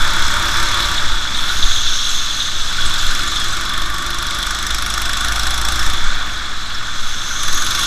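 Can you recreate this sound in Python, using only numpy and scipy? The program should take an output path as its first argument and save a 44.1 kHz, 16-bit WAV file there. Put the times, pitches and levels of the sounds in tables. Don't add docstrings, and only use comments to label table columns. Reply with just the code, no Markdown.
import sys
import numpy as np
from scipy import signal
from scipy.fft import rfft, irfft
from scipy.io import wavfile
from scipy.ndimage import uniform_filter1d

SR = 44100
rng = np.random.default_rng(int(sys.argv[2]) if len(sys.argv) > 2 else 0)


def unload_audio(sound):
    columns = np.transpose(np.atleast_2d(sound))
    steps = np.round(np.clip(columns, -1, 1) * 32767)
    wavfile.write(sys.argv[1], SR, steps.astype(np.int16))


def boost_factor(decibels):
    exponent = np.asarray(decibels, float) / 20
    return 10 ** exponent


N = 346626


def unit(x):
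    return x / np.sqrt(np.mean(x ** 2))


def noise():
    return rng.standard_normal(N)


def curves(table):
    s, *columns = np.transpose(table)
    return [np.interp(np.arange(N) / SR, s, c) for c in columns]


def ring(x, hz, width_hz, count=1):
    for _ in range(count):
        x = signal.lfilter(*signal.iirpeak(hz, hz / width_hz, SR), x)
    return x


def walk(rate):
    k = int(SR / rate)
    held = np.repeat(rng.standard_normal(N // k + 1), k)
    return unit(uniform_filter1d(uniform_filter1d(held, k), k)[:N])


def strikes(times, sizes):
    x = np.zeros(N)
    np.add.at(x, np.minimum((np.asarray(times) * SR).astype(int), N - 1), sizes)
    return x


def decay(x, seconds):
    return signal.lfilter([1], [1, -np.exp(-1 / (seconds * SR))], x)


def swells(times, dbs, rise_s, fall_s):
    out, t = 0, np.arange(0, N + 64, 64) / SR
    for s, db in zip(times, dbs):
        shape = np.exp(np.minimum((t - s) / rise_s, (s - t) / fall_s))
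        out = np.maximum(out, boost_factor(db) * shape)
    return np.interp(np.arange(N) / SR, t, out)


def whistle(hz, width_hz):
    turn = 2 * np.pi * np.cumsum(hz) / SR
    return unit(walk(width_hz) * np.cos(turn) + walk(width_hz) * np.sin(turn))


def hum(hz, width_hz):
    return np.sqrt(2) * np.sin(2 * np.pi * np.cumsum(hz + width_hz * walk(40)) / SR)


def rattle(modes, gate, flicker_db, grain_db):
    out, jolt_db = 0, 0.35 * walk(7)
    for hz, width_hz, db in modes:
        ticks = noise() * boost_factor(grain_db * walk(300)) * gate
        rung = unit(ring(ticks, hz, width_hz * 1.555, count=2))
        out = out + boost_factor(db + flicker_db * walk(14)) * rung
    return boost_factor(jolt_db) * unit(out)


# (time [s], firings per second [Hz])
ENGINE_SPEED = [(0, 34.7), (.35, 34.25), (.95, 35.28), (1.45, 28.34), (2.1, 23.97), (2.75, 23.4),
                (3.3, 24.03), (3.6, 23.75), (4.0, 24.56), (4.4, 24.86), (4.8, 25.61), (5.2, 26.27),
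                (5.6, 27.84), (5.9, 28.34), (6.5, 25.2), (7.35, 20.01), (7.55, 21.46), (7.86, 25.3)]


def engine_speed():
    return curves(ENGINE_SPEED)[0]


# (time [s], firing crack level [dB])
ENGINE_LOAD = [(0, -42), (.93, -40.5), (1.0, -51.5), (2.65, -55.5), (2.8, -43.5), (3.2, -40), (4, -40),
               (4.4, -35.5), (5.6, -34), (5.93, -36.5), (5.99, -53), (7.38, -56), (7.42, -36), (7.86, -36)]
SHUT_DB, OPEN_DB = -52, -41


def load_db():
    return curves(ENGINE_LOAD)[0]


def throttle():
    return np.clip((load_db() - SHUT_DB) / (OPEN_DB - SHUT_DB), 0, 1)


def driven(db, db_per_hz, throttle_db, favourite_hz, favourite_db, range_hz):
    coast_share = 0.5
    speed, opening = engine_speed(), throttle()
    near = np.exp(-((speed - favourite_hz) / range_hz) ** 2)
    near = near * (coast_share + (1 - coast_share) * opening)
    return boost_factor(db + db_per_hz * (speed - 25) + throttle_db * opening + favourite_db * near)


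# (time [s], engine shake in the frame [dB], tyre grip on the floor [dB])
RIDE_FEEL = [(0, -21, -23.5), (.75, -21.5, -22), (1.0, -22.5, -23.5), (1.25, -26, -25), (1.5, -24, -23),
             (2.0, -28.5, -20.5), (2.6, -28, -24), (2.9, -25, -22), (3.4, -25.5, -24), (3.9, -26.5, -28),
             (4.5, -26.5, -27.5), (5.3, -25.5, -27), (5.7, -24.5, -25.5), (6.05, -24, -27), (6.6, -29, -30),
             (7.2, -29, -26.5), (7.6, -25, -25), (7.86, -24.5, -21)]
RIDE_MEAN_DB = -25


def ride():
    return curves(RIDE_FEEL)


def rolling(db, grip_share, shake_share, throttle_db, per_load):
    shake_db, grip_db = np.array(ride()) - RIDE_MEAN_DB
    extra_db = np.maximum(load_db() - OPEN_DB, 0)
    spool_s = 0.41
    push_db = uniform_filter1d(throttle_db * throttle() + per_load * extra_db, int(spool_s * SR))
    return boost_factor(db + grip_share * grip_db + shake_share * shake_db + push_db)


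# (pitch [Hz], width [Hz], level [dB], extra level per dB of heavy load [dB])
CRACK_BANDS = [(1410, 460, 2.5, -0.13), (3530, 290, -2, 0.01), (5580, 830, 4, .5), (7940, 320, 0, 0.24),
               (10410, 760, -2, 0.12), (12000, 1100, -6.5, -0.3), (2680, 1040, -2, 0.04),
               (10000, 8100, 0.5, -0.07)]
# (pitch [Hz], width [Hz], level [dB])
PIPE_MODES = [(161.5, 51, -1.5), (204.4, 37, -4.5), (341.2, 33, -3.5), (584, 40, -12)]


def firings(cycle, load):
    times = np.flatnonzero(np.diff(np.floor(cycle))) / SR
    chance = rng.standard_normal((len(times), len(CRACK_BANDS) + 2))
    times = times + 0.00032 * chance[:, 0]
    size = boost_factor(1.0 * chance[:, 1])
    crack = 0
    for k, (hz, width_hz, db, per_load) in enumerate(CRACK_BANDS):
        own = size * boost_factor(1.5 * chance[:, k + 2])
        puff = decay(strikes(times, own), 0.0012)
        puff = puff + 0.3 * decay(strikes(times + 0.0024, own), 0.0034)
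        gas = decay(puff, 0.00035) * noise()
        gain = boost_factor(db) * (load / boost_factor(OPEN_DB)) ** per_load
        crack = crack + gain * unit(ring(gas, hz, width_hz, count=2))
    blow = strikes(times - 0.002, size)
    thump = sum(boost_factor(db) * unit(ring(blow, hz, width_hz, count=2)) for hz, width_hz, db in PIPE_MODES)
    thump_gain = boost_factor(-21.5) * np.minimum(load, boost_factor(OPEN_DB + 0.5)) ** 0.5
    return boost_factor(4.0) * load * unit(crack) + thump_gain * thump_unit(thump)


def thump_unit(thump):
    return unit(thump)


# (level at 25 Hz [dB], rise per Hz of speed [dB],
# gain under throttle [dB], favourite speed [Hz], gain there [dB], range [Hz])
SHAKE_TWICE = (-41.5, 0.57, 4, 27.5, 11.5, 2.6)
SHAKE_ONCE = (-45, 0.37, 9.5, 25, 6, -0.2)
CHAIN_WHIR = (-60, 1.8, 7.5, 27, 11, 1.5)


def shafts(cycle, load):
    turn = 2 * np.pi * cycle + 0.08 * walk(6)
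    twice = driven(*SHAKE_TWICE) * np.cos(2 * turn - 0.4)
    once = driven(*SHAKE_ONCE) * np.cos(turn)
    overtones = boost_factor(-26.0) * np.cos(3 * turn - 1.7) + boost_factor(-37.5) * np.cos(4 * turn - 1.9)
    chain = driven(*CHAIN_WHIR) * whistle(27.6 * engine_speed(), 170)
    return boost_factor(3.0) * (twice + once) + load ** 0.5 * overtones + chain


# (time [s], nod level [dB])
NOD_BUMPS = [(0, -7.5), (.22, -9.5), (.61, -13), (1.07, -9.5), (1.4, -14), (1.66, -6.5), (1.88, -11),
             (2.15, -13.5), (2.6, -13.5), (2.85, -10), (3.08, -10), (3.48, -16), (3.81, -15.5), (4.15, -27),
             (4.77, -23.5), (5.08, -20), (5.27, -22), (5.48, -17), (5.65, -17), (5.87, -9), (6.06, -7),
             (6.55, -18.5), (6.78, -19), (7.03, -11.5), (7.33, -23), (7.52, -8.5)]
# (time [s], thud level [dB])
FLOOR_JOINTS = [(.02, -20), (.6, -36.5), (1.12, -14), (1.63, -10), (2.85, -21), (3.05, -16), (3.8, -18),
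                (4.72, -19.5), (5.83, -18), (6.061, -18), (6.36, -24), (7.02, -41), (7.5, -30)]
# (pitch [Hz], level per Hz [dB])
DRONE_COLOUR = [(14, -34), (24, -4.5), (36, -10), (60, -13.5), (144, -26), (212, -25), (321, -26.5),
                (383, -32.5), (464, -34), (638, -29.5), (983, -29), (1100, -27), (1430, -53), (2420, -120)]
# (level at 25 Hz [dB], rise per Hz [dB],
# gain under throttle [dB], favourite speed [Hz], gain there [dB], range [Hz])
SHELL_HUM = (-46, 0.64, 1, 23.4, 10, 0.6)


def helmet():
    nod = boost_factor(-27) + swells(*np.transpose(NOD_BUMPS), rise_s=0.078, fall_s=0.11)
    bob = np.sqrt(2) * np.sin(2 * np.pi * np.cumsum(8.5 + 2.0 * walk(5)) / SR)
    judder = boost_factor(-34) * unit(ring(noise(), 70, 70, count=2))
    s, db = np.transpose(FLOOR_JOINTS)
    thud = ring(ring(strikes(s, boost_factor(db)), 26, 28, count=2), 31, 38) * 1100
    hz = np.maximum(np.arange(N // 2 + 1) * SR / N, 1)
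    colour_hz, colour_db = np.transpose(DRONE_COLOUR)
    colour = np.interp(np.log(hz), np.log(colour_hz), colour_db)
    drone = unit(irfft(rfft(noise()) * boost_factor(colour), N))
    drone_db = -36.5 + 0.8 * (ride()[0] - RIDE_MEAN_DB)
    shell = driven(*SHELL_HUM) * hum(98 + 2.574 * walk(2), 3.44)
    return nod * (bob + judder) + thud + boost_factor(drone_db + 6.5) * drone + shell


# (pitch [Hz], width [Hz], level [dB])
FRAME_MODES = [(1224, 227, -2), (1455, 220, 1.5), (1747, 182, -4.5), (2192, 284, -7)]


def frame_rattle(after):
    return boost_factor(ride()[0]) * rattle(FRAME_MODES, 1 + 0.89 * after, flicker_db=0.5, grain_db=1.8)


# (pitch [Hz], width [Hz], level [dB])
CASE_MODES = [(3450, 217, -0.5), (3922, 560, -2.5), (2860, 640, -10)]


def case_rattle(after):
    gain = boost_factor(ride()[1] + 0.63)
    return gain * rattle(CASE_MODES, 1 + 1.2 * after, flicker_db=0.56, grain_db=1.7)


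# (pitch [Hz], width [Hz], level [dB])
TYRE_MODES = [(5246, 710, -0.5), (6290, 1250, 0), (7530, 980, -7)]
# (level [dB], share of grip [0-1], share of shake [0-1],
# gain under throttle [dB], gain per dB of extra load [dB])
TYRE_FEED = (-36.5, 0.79, .3, 0, 0.32)


def tyre_hiss(after):
    gain = rolling(*TYRE_FEED) * boost_factor(5.5)
    return gain * rattle(TYRE_MODES, 1 + 1.14 * after, flicker_db=0.9, grain_db=1.6)


# (pitch [Hz], width [Hz], level [dB])
TOP_MODES = [(8100, 230, -3), (10500, 2600, 0), (12100, 6900, -3.5)]
# (level [dB], share of grip [0-1], share of shake [0-1],
# gain under throttle [dB], gain per dB of extra load [dB])
TOP_FEED = (-43.5, 0.7, 0.34, 2.5, 0.24)


def top_hiss(after):
    sliding = boost_factor(-21) * swells(*np.transpose(SLIDES)[:2], SLIDE_RISE_S, SLIDE_FALL_S)
    gain = rolling(*TOP_FEED) * boost_factor(-1.7) + sliding
    return gain * rattle(TOP_MODES, 1 + 1.1 * after, flicker_db=1.7, grain_db=1.5)


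# (level at 25 Hz [dB], rise per Hz of speed [dB],
# gain under throttle [dB], favourite speed [Hz], gain there [dB], range [Hz])
PANEL_DRIVE = [(-57, .9, 8.8, 24.3, 6.5, 0.78), (-54, 1.24, 2.9, 27.8, 2, .8),
               (-48.5, 1.2, 1.7, 28, 4.3, 1.6), (-41, 0.38, 9.6, 24.5, 6.7, .4)]
# (pitch [Hz], width [Hz])
PANEL_PITCHES = [(343, 12), (583, 24), (920, 55), (1170, 90)]


def panels():
    out = 0
    for law, (hz, width_hz) in zip(PANEL_DRIVE, PANEL_PITCHES):
        gain = driven(*law) * boost_factor(0.75 * walk(6.6) - 5.0)
        rough = unit(ring(noise(), hz, width_hz, count=2))
        out = out + gain * (hum(hz, width_hz * 0.5) + 0.78 * rough)
    return out


# (time [s], peak level [dB], pitch [Hz], length [s])
LOOSE_KNOCKS = [(0.977, -2, 3560, 0.012), (1.118, -21, 1370, 0.018), (1.344, -4, 3730, 0.032),
                (1.389, -13, 1310, 0.02), (1.486, -4, 3780, 0.018), (1.498, -4.5, 1490, 0.016),
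                (1.6245, 0.5, 3600, 0.022), (1.716, -0.5, 3660, 0.025), (1.76, -3.5, 3510, 0.022),
                (1.871, -2.5, 3580, 0.022), (2.041, -6, 3540, 0.031), (2.4024, -3, 3600, 0.02),
                (2.782, -6, 1470, 0.015), (2.815, -3.5, 3370, 0.02), (3.359, -5.5, 3450, 0.014),
                (4.427, -5.5, 3340, 0.011), (4.704, -6, 3450, 0.011), (6.061, -10, 1490, 0.025),
                (6.3596, -13, 3700, 0.022), (7.309, -10.5, 1440, 0.025), (7.623, -15, 1530, 0.014)]
# (time [s], peak level [dB], pitch [Hz], length [s])
TYRE_CHIRPS = [(1.37, -26, 8600, .01), (2.09, -19, 7300, .02), (2.86, -20, 8100, .02),
               (2.985, -19, 4870, .01), (2.99, -19, 6870, 0.034), (3.277, -18, 6900, 0.01),
               (3.398, -25, 8100, .012), (6.67, -32, 8000, .008), (6.746, -20, 5300, .01),
               (7.449, -28, 10500, .003), (7.547, -17, 11600, .003), (7.648, -18, 10500, .003)]


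def knocks():
    out = np.zeros(N)
    softer_knocks = [(s, db - 8.0, hz, length) for s, db, hz, length in LOOSE_KNOCKS]
    for s, db, hz, length in softer_knocks + list(TYRE_CHIRPS):
        burst = rng.standard_normal(4096) * np.exp(-np.arange(4096) / (length * SR))
        burst = ring(burst, hz, hz * 0.14, count=2)
        start = int(s * SR)
        out[start:start + 4096] += boost_factor(db) * burst / np.abs(burst).max()
    return out


# (time [s], squeal level [dB], lower squeal level [dB])
SLIDES = [
    (1.45, -33, -36),
    (1.75, -25, -46),
    (1.97, -27.5, -29),
    (2.08, -24.5, -34),
    (2.4, -28.5, -43),
    (2.62, -38, -41),
    (7.2, -33, -38),
    (7.4, -24.5, -40),
    (7.56, -22.5, -40),
    (7.83, -26, -34),
]
SLIDE_RISE_S, SLIDE_FALL_S = 0.21, 0.33


def squeal():
    s, high_db, low_db = np.transpose(SLIDES)
    high = whistle(6300 + 80 * walk(9), 1200)
    low = whistle(5430 + 70 * walk(12), 450)
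    high_gain = swells(s, high_db - 3.0, SLIDE_RISE_S, SLIDE_FALL_S) * boost_factor(1.5 * walk(20))
    low_gain = swells(s, low_db, SLIDE_RISE_S * 0.45, SLIDE_FALL_S * 0.6)
    return high_gain * high + low_gain * low


def scene():
    cycle = np.cumsum(engine_speed()) / SR + 0.345
    load = boost_factor(load_db())
    after = np.minimum(load * 40, 1) * np.exp(-(cycle % 1) / 0.2)
    mono = firings(cycle, load) + shafts(cycle, load) + helmet()
    mono = mono + frame_rattle(after) + case_rattle(after) + tyre_hiss(after) + top_hiss(after)
    mono = mono + panels() + knocks() + squeal()
    side = boost_factor(-58) * unit(ring(noise(), 35, 60, count=2))
    side = side + boost_factor(-85) * unit(ring(noise(), 300, 400))
    return np.array([mono + side, mono - side])


def top_cut(x):
    return signal.sosfilt(signal.butter(12, 15710, fs=SR, output="sos"), x)


def record(dry):
    clipped = np.clip(dry, -0.97, 0.97)
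    cut = signal.ellip(10, 0.2, 36, 15250, fs=SR, output="sos")
    mix = signal.sosfilt(cut, clipped)
    return top_cut(mix)


dry = scene()
out = record(dry)
unload_audio(out)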